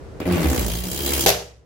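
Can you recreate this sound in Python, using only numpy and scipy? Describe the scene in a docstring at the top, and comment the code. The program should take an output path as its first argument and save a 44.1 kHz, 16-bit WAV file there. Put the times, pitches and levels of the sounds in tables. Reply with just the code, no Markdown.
"""A table fan hums and blows in a small, hard room. At 0.2 s a balloon touches it lightly and is pushed in.
The blades slap and scrape the rubber so quickly that the hits blur into a buzz.
They slow under the load, then pick up again, until the skin bursts at 1.26 s.
The bang rings round the room and makes a limiter turn the volume down."""
import sys
import numpy as np
from scipy import signal
from scipy.fft import rfft, irfft
from scipy.io import wavfile
from scipy.ndimage import uniform_filter1d

SR = 44100
rng = np.random.default_rng(int(sys.argv[2]) if len(sys.argv) > 2 else 0)


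def wav_out(sig):
    """Save sig, one row per channel (or a flat mono array), as 16-bit PCM at SR to the path in sys.argv[1]."""
    wavfile.write(sys.argv[1], SR, np.round(np.clip(np.atleast_2d(sig).T, -1, 1) * 32767).astype(np.int16))


N = 72765
T = np.arange(N) / SR
HZ = np.fft.rfftfreq(2 * N, 1 / SR)
FIRST_STRIKE_S, POP_S = .2548, 1.2615
# light touches before the buzz: t/s, relative slap/dB, rasp/dB, scrape/dB
TOUCHES = [(0.2011, -23, -32, -41), (0.214, -29.5, -36.5, -66), (0.2275, -42, -45, -68),
           (0.235, -38, -51, -71)]


def amp(db):
    """Turns decibels into a number to multiply by."""
    return 10 ** (np.asarray(db) / 20)


def unit(x):
    """Scales a signal to an average power of 1."""
    return x / np.sqrt(np.mean(x ** 2) + 1e-20)


def read(points, hz):
    """Reads between a table's rows, with octaves evenly spaced."""
    f, value = np.transpose(points)
    return np.interp(np.log(hz + 1), np.log(f), value)


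def colour(x, db):
    """Shapes the tone with a dB curve; white noise keeps its power."""
    cepstrum = irfft(np.log(unit(amp(db))))
    cepstrum[1:N] *= 2
    cepstrum[N + 1:] = 0  # so the filter rings only after a hit
    return irfft(rfft(x, 2 * N) * np.exp(rfft(cepstrum)))[..., :N]


def convolve(x, response):
    """Lets every sample of x set off a copy of the response."""
    return irfft(rfft(x, 2 * N) * rfft(response, 2 * N))[..., :N]


def high_pass(x, hz):
    """Turns down the bass below hz."""
    return signal.sosfilt(signal.butter(2, hz, "highpass", fs=SR, output="sos"), x)


def stereo(x):
    """Makes two unrelated signals partly alike, mostly in the bass."""
    # how alike left and right are: f/Hz, likeness (1 = the same)
    likeness = [(60, 0.61), (290, 0.48), (640, 0.54), (1400, 0), (3100, 0.24), (7000, 0), (15000, 0)]
    a, b = rfft(x, 2 * N)
    same = np.clip(read(likeness, HZ), -1, 1)
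    mid, side = a * np.sqrt((1 + same) / 2), b * np.sqrt((1 - same) / 2)
    return irfft(np.array([mid + side, mid - side]))[:, :N]


def noise():
    """White noise for left and right."""
    return stereo(rng.standard_normal((2, N)))


def clicks(times, sizes):
    """One click at each time."""
    samples = np.round(np.asarray(times) * SR).astype(int)
    return np.bincount(np.clip(samples, 0, N - 1), sizes, N)


def ring(modes):
    """Adds up fading tones; t60 is the time to fade by 60 dB."""
    return sum(amp(db - 60 * T / t60) * np.sin(2 * np.pi * hz * T) for hz, db, t60 in modes)


def patchy(x, patch_db):
    """Makes the tone flicker at random."""
    bands = signal.stft(x, nperseg=256)[2]
    flicker = uniform_filter1d(rng.standard_normal(bands.shape[:0:-1]), size=6, axis=0)
    flicker = uniform_filter1d(flicker, size=7, axis=1)
    return signal.istft(bands * unit(amp(patch_db * unit(flicker))).T)[1][:, :N]


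def room(build_s):
    """Many tiny echoes build up and fade, the bass lasting longest."""
    # how long the room rings: f/Hz, t60/s
    decay = [(100, 0.55), (400, 0.37), (1000, 0.38), (4000, 0.35), (8000, 0.35), (15000, 0.24)]
    echoes = stereo(rng.choice([-1., 1.], (2, N)) * (rng.random((2, N)) < .15))
    hz, t, bands = signal.stft(echoes, SR, nperseg=256)
    fade = amp(-60 * t / read(decay, hz)[:, None])
    tail = signal.istft(bands * fade, SR)[1][:, :N]
    return unit(tail * (1 - np.exp(-T / build_s))) / np.sqrt(N)


def fan(air_db=-38.5):
    """The fan's rushing air and wavering hum."""
    # tone of the moving air: f/Hz, relative level/dB
    air_tone = [(30, -12.5), (64, -5), (110, -6.5), (210, -17), (320, -16), (460, -12), (740, -24),
                (1540, -30), (2750, -39.5), (6000, -44), (8500, -48), (11000, -52.5), (12500, -58),
                (16000, -61.5)]
    # tones in the hum: f/Hz, level/dB
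    hum = [(66, -51.5), (76, -49), (153, -54.5), (312, -53.5), (388, -56), (463, -62.5)]
    sound = amp(air_db) * unit(colour(noise(), read(air_tone, HZ)))
    for hz, db in hum:
        waver = unit(irfft(rfft(rng.standard_normal(N)) * (HZ[::2] < 12), N))
        cycles = np.cumsum(hz * (1 + 0.007 * waver)) / SR + rng.random()
        sound += amp(db) * np.sqrt(2) * np.sin(2 * np.pi * cycles)
    return sound


def strikes():
    """The times at which a blade meets the balloon."""
    # the blades slow, then pick up: t/s, strike rate/Hz
    speed = [(0.25, 92.5), (0.38, 83.7), (0.5, 67.1), (0.66, 55.0), (0.76, 57.4), (0.92, 66.0),
             (1.05, 70.3), (1.26, 66.0)]
    count = np.cumsum(np.interp(T, *np.transpose(speed))) / SR
    count -= np.interp(FIRST_STRIKE_S, T, count)
    last = int(np.interp(POP_S, T, count))
    return np.interp(np.arange(last + 1), count, T)


def at_strikes(table, times):
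    """Reads each level column of a table at the strike times."""
    t, *levels = np.transpose(table)
    return [np.interp(times, t, db) for db in levels]


def thumps(times, push_gain_db=-1.5, skin_gain_db=-2.5, uneven_db=2.42, jitter_s=0.00026,
           rebound_s=0.005964, rebound_db=-9.5):
    """Each blade shoves the balloon and slaps its skin, which bounces back and rings."""
    # how hard the blades hit: t/s, relative push/dB, swing of the lowest tone/dB, slap/dB
    contact = [(0.255, -27.5, -35, -28), (0.277, -43, -21.5, -19.5), (0.335, -25, -22.5, -29),
               (0.365, -40.5, -19.5, -23.5), (0.417, -29.5, -25.5, -23), (0.453, -19.5, -32, -17),
               (0.487, -23.5, -40, -48), (0.509, -20, -36, -18.5), (0.551, -34, -31.5, -27),
               (0.583, -18.5, -39, -27.5), (0.649, -24, -35.5, -36), (0.681, -48, -31.5, -40.5),
               (0.721, -22, -25.5, -40), (0.857, -43.5, -33, -37.5), (0.943, -30.5, -43.5, -35),
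               (0.987, -34.5, -44.5, -33.5), (1.185, -25, -38.5, -28.5), (1.25, -32.5, -46.5, -31)]
    # tone of a shove on the whole balloon: f/Hz, relative level/dB
    push_tone = [(20, -21.5), (45, -9), (66, -3.5), (85, -0.5), (115, -9.5), (140, -23), (180, -27.5),
                 (300, -38), (900, -72.5)]
    # the balloon's own tones, lowest first: f/Hz, relative level/dB, t60/s
    skin_modes = [(184, 1, 0.19), (275.5, -3, 0.1), (311.5, -2, 0.074), (340.2, -1, 0.082),
                  (480, -6, 0.077), (541.6, -19, 0.12), (624, -13.5, 0.1), (758, -17.5, 0.21),
                  (1119, -20, 0.12)]
    push_db, swing_db, slap_db = at_strikes(contact, times)
    size, bounce_size, late, bounce_late = rng.standard_normal((len(times), 4)).T
    push = colour(clicks(times + 0.00079, amp(push_db + push_gain_db)), read(push_tone, HZ))
    slaps = clicks(times + jitter_s * late, amp(slap_db + uneven_db * size))
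    bounce_times = times + rebound_s + 2 * jitter_s * bounce_late
    slaps += clicks(bounce_times, amp(slap_db + rebound_db + 2 * uneven_db * bounce_size))
    touch_s, touch_db = np.transpose(TOUCHES)[:2]
    slaps += clicks(touch_s + 0.00289, amp(touch_db))
    swing = convolve(clicks(times, amp(swing_db)), ring(skin_modes[:1]))
    upper_tones = ring(skin_modes[1:])
    skin = (convolve(slaps, upper_tones) + swing) / np.linalg.norm(upper_tones)
    skin = amp(skin_gain_db) * high_pass(skin, hz=130)
    reverb = convolve(amp(-9) * skin + amp(-6) * push, room(build_s=0.021))
    gap_samples = np.mean(np.diff(times)) * SR
    return np.sqrt(gap_samples) * (push + skin + reverb)


def rub(times, db, rise_s, grain_db=3):
    """Gritty noise swells and fades once per stroke; db lists the strikes, then the light touches."""
    stroke = T / rise_s * np.exp(-T / rise_s)
    stroke *= np.sqrt(np.mean(np.diff(times)) * SR / np.sum(stroke ** 2))
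    starts = np.append(times, np.transpose(TOUCHES)[0]) - .001
    strokes = convolve(clicks(starts, amp(db)), stroke)
    return noise() * unit(amp(grain_db * rng.standard_normal(N))) * strokes


def scrapes(times, scrape_gain_db=2.5, rasp_gain_db=4, press_mid_s=.55, press_span_s=.56,
            dull_db_per_khz=.36):
    """Blades drag over the rubber: a low rasp, and a hiss that brightens as the balloon is pressed in."""
    # how hard the blades rub: t/s, relative rasp/dB, scrape/dB
    friction = [(0.255, -35.5, -42), (0.271, -40.5, -45), (0.299, -34.5, -49), (0.323, -36, -37.5),
                (0.331, -35, -41.5), (0.583, -35.5, -31.5), (0.637, -43, -37), (0.681, -40.5, -32.5),
                (0.811, -47, -36.5), (1.193, -35.5, -27), (1.215, -42, -26), (1.25, -46, -29.5)]
    # single blades that bite harder or lighter: t/s, extra scrape/dB
    bites = [(.255, -7), (.321, 3), (.501, 4), (.595, 5), (.666, 3), (.701, 2), (.754, 2.5), (.788, 1.5),
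             (.822, -7), (.838, 3.5), (.902, -3.5), (.917, 5), (1.063, 5), (1.135, 5), (1.209, 6)]
    # ringing of the rubber and wire guard: f/Hz, width/Hz, boost at first/dB, boost pressed in/dB
    rings = [(2370, 160, 10.5, 1.5), (2570, 180, -2, -5.5), (2817, 97, 8, 7), (3185, 158, 0, 13),
             (3650, 160, 0, -1), (4070, 140, 1, 7), (4420, 230, 5, -8.5), (4716, 250, 3.5, 7),
             (6370, 150, 2.5, 5), (7160, 150, 4.5, 6.5), (10480, 760, 5, 2.5), (12340, 400, 5, 4)]
    # tones of the high scrape and the low rasp: f/Hz, relative level/dB
    scrape_tone = [(300, -23.5), (1500, -9.5), (3000, -3), (5000, -1.5), (7500, -1), (8900, -3),
                   (10500, -1), (13000, 0), (16000, 2)]
    rasp_tone = [(60, -32), (200, 12), (500, 10.5), (900, 3.5), (1500, 1), (2400, 1), (4000, -9),
                 (8000, -29), (16000, -79)]
    rasp_db, scrape_db = at_strikes(friction, times)
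    scrape_db += 0.12 * rng.standard_normal(len(times))
    for t, db in bites:
        scrape_db[np.argmin(abs(times - t))] += db
    touch_rasp, touch_scrape = np.transpose(TOUCHES)[2:]
    peaks_db = sum(np.outer(db, 1 / (1 + (2 * (HZ - hz) / width) ** 2)) for hz, width, *db in rings)
    first_db, pressed_db = read(scrape_tone, HZ) + peaks_db
    press = np.clip((T - press_mid_s) / press_span_s + .5, 0, 1)
    grit = rub(times, np.append(scrape_db + scrape_gain_db, touch_scrape), rise_s=0.003)
    sound = colour(grit * (1 - press), first_db - dull_db_per_khz * HZ / 1000)
    sound += colour(grit * press, pressed_db)
    rasp = rub(times, np.append(rasp_db + rasp_gain_db, touch_rasp), rise_s=0.0033)
    sound += colour(rasp, read(rasp_tone, HZ))
    reverb = amp(-2) * convolve(sound, room(build_s=0.0046))
    return patchy(sound + reverb, patch_db=2)


def pop(gain_db=16.5, puff_hz=400, puff_t60=0.018):
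    """The skin tears, the freed air swings a few times, and the room answers."""
    # tone of the bang: f/Hz, relative level/dB
    bang_tone = [(30, -16.5), (70, -2), (150, 2), (250, -6.5), (400, 11.5), (650, 13.5), (1000, 1),
                 (2000, 1.5), (3500, 3), (6000, 3.5), (8800, -6), (11000, -1.5), (13000, 1), (16000, -6.5)]
    # echoes from wall and floor: delay/s, relative level/dB
    reflections = [(.0085, -7.5), (.0125, -23), (.0225, -5.5), (.029, -1), (.040, -4.5)]
    # the room's own tones, stirred by the bang: f/Hz, relative level/dB, t60/s
    room_modes = [(63.5, -27.5, 0.78), (110.5, -31.5, .8), (171.6, -22, 0.41), (401, -33.5, 0.59),
                  (403, -17, 0.4), (480.5, -25, 0.52), (594, -29, 0.52), (770, -15.5, 0.21)]
    tone_db = read(bang_tone, HZ)
    crack = np.minimum(T / .0005, 1) * np.exp(-(T / .0035) ** 2 / 2)
    tear = amp(-3) * colour(noise() * crack, tone_db)
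    puff = ring([(puff_hz, -3, puff_t60)]) * (1 - np.exp(-T / 0.0019))
    delay, db = np.transpose(reflections)
    echoes = np.array([clicks(delay + rng.uniform(-0.00046, 0.00057, len(db)), amp(db))
                       for _ in range(2)])  # each ear gets its own timing
    tail = amp(-11) * np.sqrt(0.053 * SR) * colour(room(build_s=0.004), tone_db)
    bang = tear + puff + convolve(tear, echoes) + patchy(tail, patch_db=1.5) + ring(room_modes)
    return amp(gain_db) * convolve(bang, clicks([POP_S], [1.]))


def scene():
    """The fan, the buzzing balloon and the burst."""
    times = strikes()
    return fan() + thumps(times) + scrapes(times) + pop()


def record(dry, limit_db=-9, recover_db_per_s=10, ahead_s=0.0023, low_cut_hz=18, top_hz=15950):
    """A limiter dips just before a loud peak and recovers slowly; peaks clip and the top treble is cut."""
    power = uniform_filter1d((dry ** 2).mean(0), size=260)
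    power_db = 10 * np.log10(abs(power) + 1e-12)
    recovery_db = T * recover_db_per_s
    held_db = np.maximum.accumulate(power_db + recovery_db) - recovery_db
    over_db = np.maximum(held_db - limit_db, 0)
    dip_db = uniform_filter1d(np.interp(T + ahead_s, T, over_db), size=260)
    clipped = np.clip(high_pass(dry, low_cut_hz) * amp(-dip_db), -1, 1)
    treble_cut = signal.firwin(401, top_hz, window=("kaiser", 7), fs=SR)
    return signal.oaconvolve(clipped, treble_cut[None], "same")


dry = scene()
out = record(dry)
wav_out(out)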